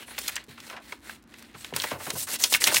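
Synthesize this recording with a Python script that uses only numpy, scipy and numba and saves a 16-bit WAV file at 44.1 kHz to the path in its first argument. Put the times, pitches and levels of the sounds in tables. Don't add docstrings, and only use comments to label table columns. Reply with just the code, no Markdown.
import sys
import numpy as np
from scipy import signal
from scipy.fft import rfft, irfft
from scipy.io import wavfile
from scipy.ndimage import uniform_filter1d
from numba import njit

SR = 44100
rng = np.random.default_rng(int(sys.argv[2]) if len(sys.argv) > 2 else 0)


def master(y):
    cut = np.clip(np.atleast_2d(y).T, -1, 1)
    pcm = np.round(cut * 32767)
    wavfile.write(sys.argv[1], SR, pcm.astype(np.int16))


N = 123479


def undb(db):
    return 10 ** (np.asarray(db) / 20)


def unit(x):
    return x / np.sqrt(np.mean(x ** 2) + 1e-18)


def add(out, start_s, x):
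    i = max(int(start_s * SR), 0)
    out[i:i + len(x)] += x[:max(len(out) - i, 0)]


@njit
def svf(x, hz, rel_width):
    y, band_state, low_state = np.empty(len(x)), 0., 0.
    for i in range(len(x)):
        g = np.tan(np.pi * min(hz[i], .44 * SR) / SR)
        v = (band_state + g * (x[i] + 1e-18 - low_state)) / (1 + g * (g + rel_width))
        band_state = 2 * v - band_state
        low_state += 2 * g * v
        y[i] = rel_width * v
    return y


def band(x, hz, rel_width):
    return svf(x, hz * np.ones(len(x)), float(rel_width))


def band_noise(n, hz, rel_width):
    return band(band(rng.standard_normal(n), hz, rel_width), hz, rel_width)


def colour(x, spectrum):
    hz, db = np.array(spectrum).T
    bin_hz = np.arange(N // 2 + 1) * SR / N
    gain = undb(np.interp(np.log(bin_hz + 1), np.log(hz), db))
    return unit(irfft(rfft(x) * gain, N))


def wander(per_s):
    hold = max(int(SR / per_s), 2)
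    steps = np.repeat(rng.standard_normal(N)[:N // hold + 1], hold)
    return unit(uniform_filter1d(steps, hold))[:N]


def catches(per_s, spread_db):
    hit = rng.random(N) < per_s / SR
    sign = rng.choice([-1., 1.], N)
    return hit * sign * undb(spread_db * np.minimum(rng.exponential(size=N), 4))


# (frequency [Hz], level [dB])
AIR_SPECTRUM = [(20, -30), (55, 4), (90, 1.5), (160, -1), (300, 4), (450, -8.5), (1500, -10.5), (5000, -27),
                (16000, -51)]
# (centre [Hz], width [Hz], level [dB])
HUM_BANDS = [(57.7, 11, -66.5), (228.5, 26, -60.5), (302.3, 63, -64.5)]

def background(air_db=-58):
    hum = sum(undb(db) * unit(band_noise(N, hz, width_hz / hz)) for hz, width_hz, db in HUM_BANDS)
    return hum + undb(air_db) * colour(rng.standard_normal(N), AIR_SPECTRUM)


def room_echo(x, level_db=-17, t60_s=0.16, gap_s=0.0028):
    t = np.arange(SR // 3) / SR
    tail = band(rng.standard_normal(len(t)), hz=2150, rel_width=4.8)
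    tail *= undb(-60 * t / t60_s) * (t > gap_s)
    return undb(level_db) * signal.fftconvolve(x, tail / np.sqrt(np.sum(tail ** 2)))[:N]


# (frequency [Hz], gain [dB], t60 [s])
BOARD_MODES = [(94, -4.5, 0.52), (132, 2.5, 0.21), (174, 4.5, 0.12), (231.4, 5.5, 0.06), (426, 18, 0.03)]
# (time [s], drive [dB])
LANDINGS = [(0.481, -48), (1.545, -49.5), (1.735, -40), (1.92, -39), (2.066, -45.5), (2.135, -37.5),
            (2.529, -47.5), (2.753, -43.5)]

def board_bumps(settle_s=0.0075):
    out, t = np.zeros(N), np.arange(SR // 2) / SR
    for start_s, drive_db in LANDINGS:
        phases = rng.uniform(0, 2 * np.pi, len(BOARD_MODES))
        ring = sum(undb(db - 60 * t / t60_s) * np.sin(2 * np.pi * hz * t + phase)
                   for (hz, db, t60_s), phase in zip(BOARD_MODES, phases))
        add(out, start_s, undb(drive_db) * ring * (1 - np.exp(-t / settle_s)))
    return out


# (frequency [Hz], width [Hz], relative level [dB])
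FILM_MODES = [(960, 20, 0), (1513, 26, -1.5), (2133, 210, -7), (2590, 77, -4), (2760, 150, -5),
              (4070, 69, -10), (5300, 98, -7)]

def film_resonance(x, gain_db=-4):
    return sum(undb(db + gain_db) * band(x, hz, width_hz / hz) for hz, width_hz, db in FILM_MODES)


def ticks(level_db=-70):
    return undb(level_db) * unit(band(catches(per_s=45, spread_db=1), hz=5400, rel_width=2))


# (time [s], swell [s], level before trim [dB], pitch at crest [Hz])
FLEXES = [(.078, 0.0056, -47, 1110), (.105, 0.0072, -48, 1280), (.18, 0.0049, -40, 940),
          (0.281, 0.0066, -38.5, 1660), (0.576, 0.0055, -46.5, 1300), (0.697, 0.011, -46, 940),
          (.722, 0.013, -43.5, 1180), (0.761, 0.014, -43.5, 1250), (.922, 0.0045, -38, 1150),
          (1.543, 0.0092, -47, 1400), (1.725, 0.0035, -35.5, 337), (1.764, 0.006, -38, 1340),
          (1.838, 0.0049, -28, 1100), (1.904, 0.013, -38, 1710), (1.915, 0.0031, -28, 650),
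          (1.924, 0.024, -41.5, 616), (1.997, 0.012, -43, 910), (2.064, 0.012, -38, 675),
          (2.099, 0.0085, -40, 920), (2.153, 0.0084, -40.5, 670), (2.269, 0.012, -42.5, 1156),
          (2.437, 0.0072, -38.5, 1030), (2.522, 0.0026, -29.5, 766), (2.668, 0.011, -34, 1050),
          (2.715, 0.0075, -30, 850), (2.74, 0.0039, -33.5, 800)]

def bends(trim_db=2, sag_power=0.74):
    out, t = np.zeros(N), np.arange(SR // 6) / SR
    for start_s, swell_s, db, hz in FLEXES:
        age = t / swell_s
        swell = age * np.exp(1 - age)
        falling_hz = hz / ((1 + age) / 2) ** sag_power
        flutter = unit(swell * band_noise(len(t), falling_hz, rel_width=1.52))
        add(out, start_s, flutter * np.sqrt(np.mean(swell ** 2)) * undb(db + trim_db))
    return out


# (start [s], end [s], level [dB], mid pitch [Hz])
SMOOTH_SLIDES = [(0, 0.06, -50, 3000), (0.057, 0.146, -50, 10000), (0.191, 0.303, -47, 3340),
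                 (1.558, 1.659, -53, 8150), (2.412, 2.444, -29.5, 6700)]

def scrapes(rise_octaves_per_s=0.76):
    out = np.zeros(N)
    for start_s, end_s, db, hz in SMOOTH_SLIDES:
        t = np.arange(int((end_s - start_s) * SR)) / SR
        rising_hz = hz * 2 ** (rise_octaves_per_s * (t - t.mean()))
        voice = unit(band_noise(len(t), rising_hz, rel_width=0.26))
        add(out, start_s, undb(db) * voice * np.sin(np.pi * t / t[-1]))
    return out


def moving_contact(x, depth_db=3.5):
    centres_hz = 500 * 2 ** np.arange(0, 5.1, .5)
    return unit(sum(band(x, hz, .5) * undb(depth_db * wander(per_s=35)) for hz in centres_hz))


def stroke_envelope(start_s, peak_s, end_s, db, firm_db=-20, ease_db=31, linger_s=0.0055):
    t = np.arange(N) / SR
    rise = (t - start_s) / max(peak_s - start_s, 1e-3)
    fall = (end_s - t) / max(end_s - peak_s, 1e-3)
    arch = np.sin(np.pi / 2 * np.clip(np.minimum(rise, fall), 0, 1))
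    lightness = np.exp((firm_db - db) / ease_db)
    pressure = arch ** (np.where(t < peak_s, 0.5, 0.95) * lightness)
    pole = np.exp(-1 / (linger_s * SR))
    return np.maximum(pressure, signal.lfilter([1 - pole], [1, -pole], pressure))


# (frequency [Hz], level [dB])
HISS_SPECTRUM = [(500, -8.5), (2000, -14), (4200, -3.5), (5700, -2), (9000, 3), (13000, -1.5), (15300, 3.5),
                 (16500, -6.5)]
RASP_SPECTRUM = [(150, 8), (500, -0.5), (1100, -2.5), (1900, 5), (2800, -0.5), (4200, 1.5), (7000, -23.5),
                 (16000, -47)]
# (start [s], peak [s], end [s], hiss before trim [dB], rasp before trim [dB])
RUB_STROKES = [(-.04, 0.014, 0.061, -47, -45), (0.05, 0.11, 0.27, -50.5, -48.5),
               (0.16, 0.27, 0.32, -38.5, -46), (0.313, 0.323, 0.35, -42, -42),
               (0.342, 0.358, 0.49, -59.5, -45), (0.477, 0.497, 0.58, -53.5, -49),
               (0.535, 0.687, 0.81, -52.5, -47), (0.795, 0.89, 1.015, -53.5, -47.5),
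               (1.004, 1.089, 1.228, -52, -47.5), (1.255, 1.334, 1.78, -62, -54.5),
               (1.533, 1.65, 1.774, -50.5, -49.5), (1.737, 1.792, 2.006, -37, -38.5),
               (1.978, 2.047, 2.142, -39, -44.5), (2.123, 2.217, 2.258, -32.5, -49.5),
               (2.266, 2.346, 2.36, -28.5, -34.5), (2.386, 2.428, 2.497, -28.5, -40.5),
               (2.495, 2.558, 2.57, -26.5, -54), (2.601, 2.618, 2.72, -28, -37.5),
               (2.652, 2.681, 2.745, -42, -27.5), (2.706, 2.77, 2.795, -24, -39)]

def rubbing(hiss_trim_db=-1, rasp_trim_db=-1.5, grit_re_hiss_db=-8):
    judder_db = wander(per_s=150)
    fine = moving_contact(catches(per_s=9700, spread_db=1))
    coarse = moving_contact(catches(per_s=6000, spread_db=3.2))
    hiss = colour(fine, HISS_SPECTRUM) * undb(judder_db)
    rasp = colour(coarse, RASP_SPECTRUM) * undb(1.8 * judder_db)
    grit = undb(grit_re_hiss_db) * unit(band(catches(per_s=260, spread_db=2), hz=5400, rel_width=1))
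    out = np.zeros(N)
    for start_s, peak_s, end_s, hiss_db, rasp_db in RUB_STROKES:
        friction = undb(hiss_db + hiss_trim_db) * (hiss + grit) + undb(rasp_db + rasp_trim_db) * rasp
        out += stroke_envelope(start_s, peak_s, end_s, hiss_db) * friction
    return out


def panel_ring(t, snap_hz, anchor_hz=1296, spread_octaves=0.6, decay_s=0.0066):
    centre_hz = np.sqrt(snap_hz * anchor_hz)
    ring = sum(size * np.sin(2 * np.pi * centre_hz * 2 ** (spread_octaves * offset) * t)
               for offset, size in rng.standard_normal((6, 2)))
    return unit(ring * np.exp(-t / decay_s))


def crease_pops(t, crackle_s, splinters_per_s=8000, splinter_gain=0.61):
    hit = rng.random(len(t)) < splinters_per_s / SR
    sign = np.sign(rng.standard_normal(len(t)))
    swell = np.sin(np.pi * np.minimum(t / (2 * crackle_s), 1) ** .5) ** 2
    pops = splinter_gain * hit * sign * swell
    pops[int(crackle_s * SR / 2)] = 1
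    return pops


# (time [s], level over SNAP_SPAN_S [dB], pitch [Hz], width / pitch, crackle [s])
BUCKLES = [(0.1789, -30.5, 2960, 0.49, 0.004), (0.1859, -28, 4800, 14, 0.0051),
           (0.2771, -27.5, 4870, 0.77, 0.0057), (0.2804, -24.5, 10700, 6, 0.0014),
           (0.287, -33, 2030, 0.2, 0.012), (0.2925, -36, 11000, 1.3, 0.0022),
           (0.3555, -31.5, 7250, 0.33, 0.003), (0.3636, -27.5, 2200, 1.1, 0.0027),
           (.375, -34, 1980, 0.12, 0.0079), (0.439, -51, 6900, 2.4, 0.0026),
           (0.601, -42.5, 3570, 0.62, .003), (0.6984, -38, 2240, 0.46, 0.0027),
           (0.9219, -36, 2340, 0.53, 0.0026), (1.0945, -34, 1620, 0.18, 0.0028),
           (1.339, -44.5, 2220, 0.33, 0.0037), (1.408, -66, 7000, 2, 0.0015),
           (1.54, -56, 2340, 0.63, 0.0012), (1.3834, -48.5, 3770, 2.6, 0.0043),
           (1.393, -50.5, 3930, 3.7, 0.00085), (1.424, -47, 3260, 2, 0.0021),
           (1.6451, -34, 2310, 0.64, 0.0022), (1.737, -33.5, 2120, 0.44, 0.0036),
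           (1.7631, -21.5, 7500, 9.9, 0.00087), (1.7998, -26, 3530, 0.21, 0.00068),
           (1.818, -28.5, 4540, 1.2, .004), (1.836, -31.5, 3560, 1.72, 0.0047),
           (2.1015, -25.5, 4300, 1, 0.0054), (2.322, -35, 6500, 1.6, 0.003),
           (2.356, -31.5, 5160, 0.68, 0.00785), (2.4378, -13, 5660, 0.45, 0.002),
           (2.442, -22, 4700, 0.72, 0.0015), (2.5236, -20, 5500, 1.0, 0.008),
           (2.5391, -16, 2680, 0.27, 0.00039), (2.541, -26, 4800, 1.3, 0.0039),
           (2.5478, -15.5, 2625, 0.11, 0.00072), (2.554, -27, 1890, 0.11, 0.0034),
           (2.6175, -25, 2260, 0.27, 0.0039), (2.64, -13, 5331, 0.7, .002),
           (2.67, -19.5, 3765, 3.5, 0.0021), (2.6741, -16, 3050, 1.9, 0.0015),
           (2.681, -24, 6430, 1.7, 0.0017), (2.743, -16.5, 5770, 1.3, 0.0044),
           (2.758, -22, 3470, 0.49, 0.0044), (2.7676, -16.5, 2520, 0.36, 0.00061),
           (2.78, -30, 2600, 0.41, 0.0046)]
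SNAP_SPAN_S = 0.006
TRAVEL_S, TRAVEL_HZ = 0.00019, 2920

def snaps(ring_db=-1.5, ring_s=0.0044, sag_power=0.18, panel_db=-11):
    out, t = np.zeros(N), np.arange(SR // 16) / SR
    bin_hz = np.arange(len(t) // 2 + 1) * SR / len(t)
    dispersion = np.exp(-4j * np.pi * TRAVEL_S * np.sqrt(TRAVEL_HZ * bin_hz))
    for start_s, db, hz, rel_width, crackle_s in BUCKLES:
        crackle = unit(band(crease_pops(t, crackle_s), hz, rel_width))
        drive = rng.standard_normal(len(t)) * np.exp(-t / ring_s) * np.minimum(t / crackle_s, 1)
        sinking_hz = hz / (1 + t / ring_s) ** sag_power
        ring = undb(ring_db) * unit(band(drive, sinking_hz, rel_width))
        panel = undb(panel_db) * panel_ring(np.maximum(t - crackle_s / 2, 0), hz)
        snap = irfft(rfft(crackle + ring + panel) * dispersion, len(t))
        add(out, start_s, unit(snap) * undb(db) * np.sqrt(SNAP_SPAN_S / t[-1]))
    return out


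def scene():
    sheet = snaps() + rubbing() + scrapes() + ticks() + bends()
    sheet += film_resonance(sheet)
    return (sheet + room_echo(sheet) + board_bumps() + background())[None]


def record(dry, low_hz=48, top_hz=15900):
    highpass = signal.butter(4, low_hz, "highpass", fs=SR, output="sos")
    lowpass = signal.ellip(10, .2, 70, top_hz, fs=SR, output="sos")
    rounded = np.tanh(signal.sosfilt(highpass, dry))
    return signal.sosfilt(lowpass, rounded)


dry = scene()
out = record(dry)
master(out)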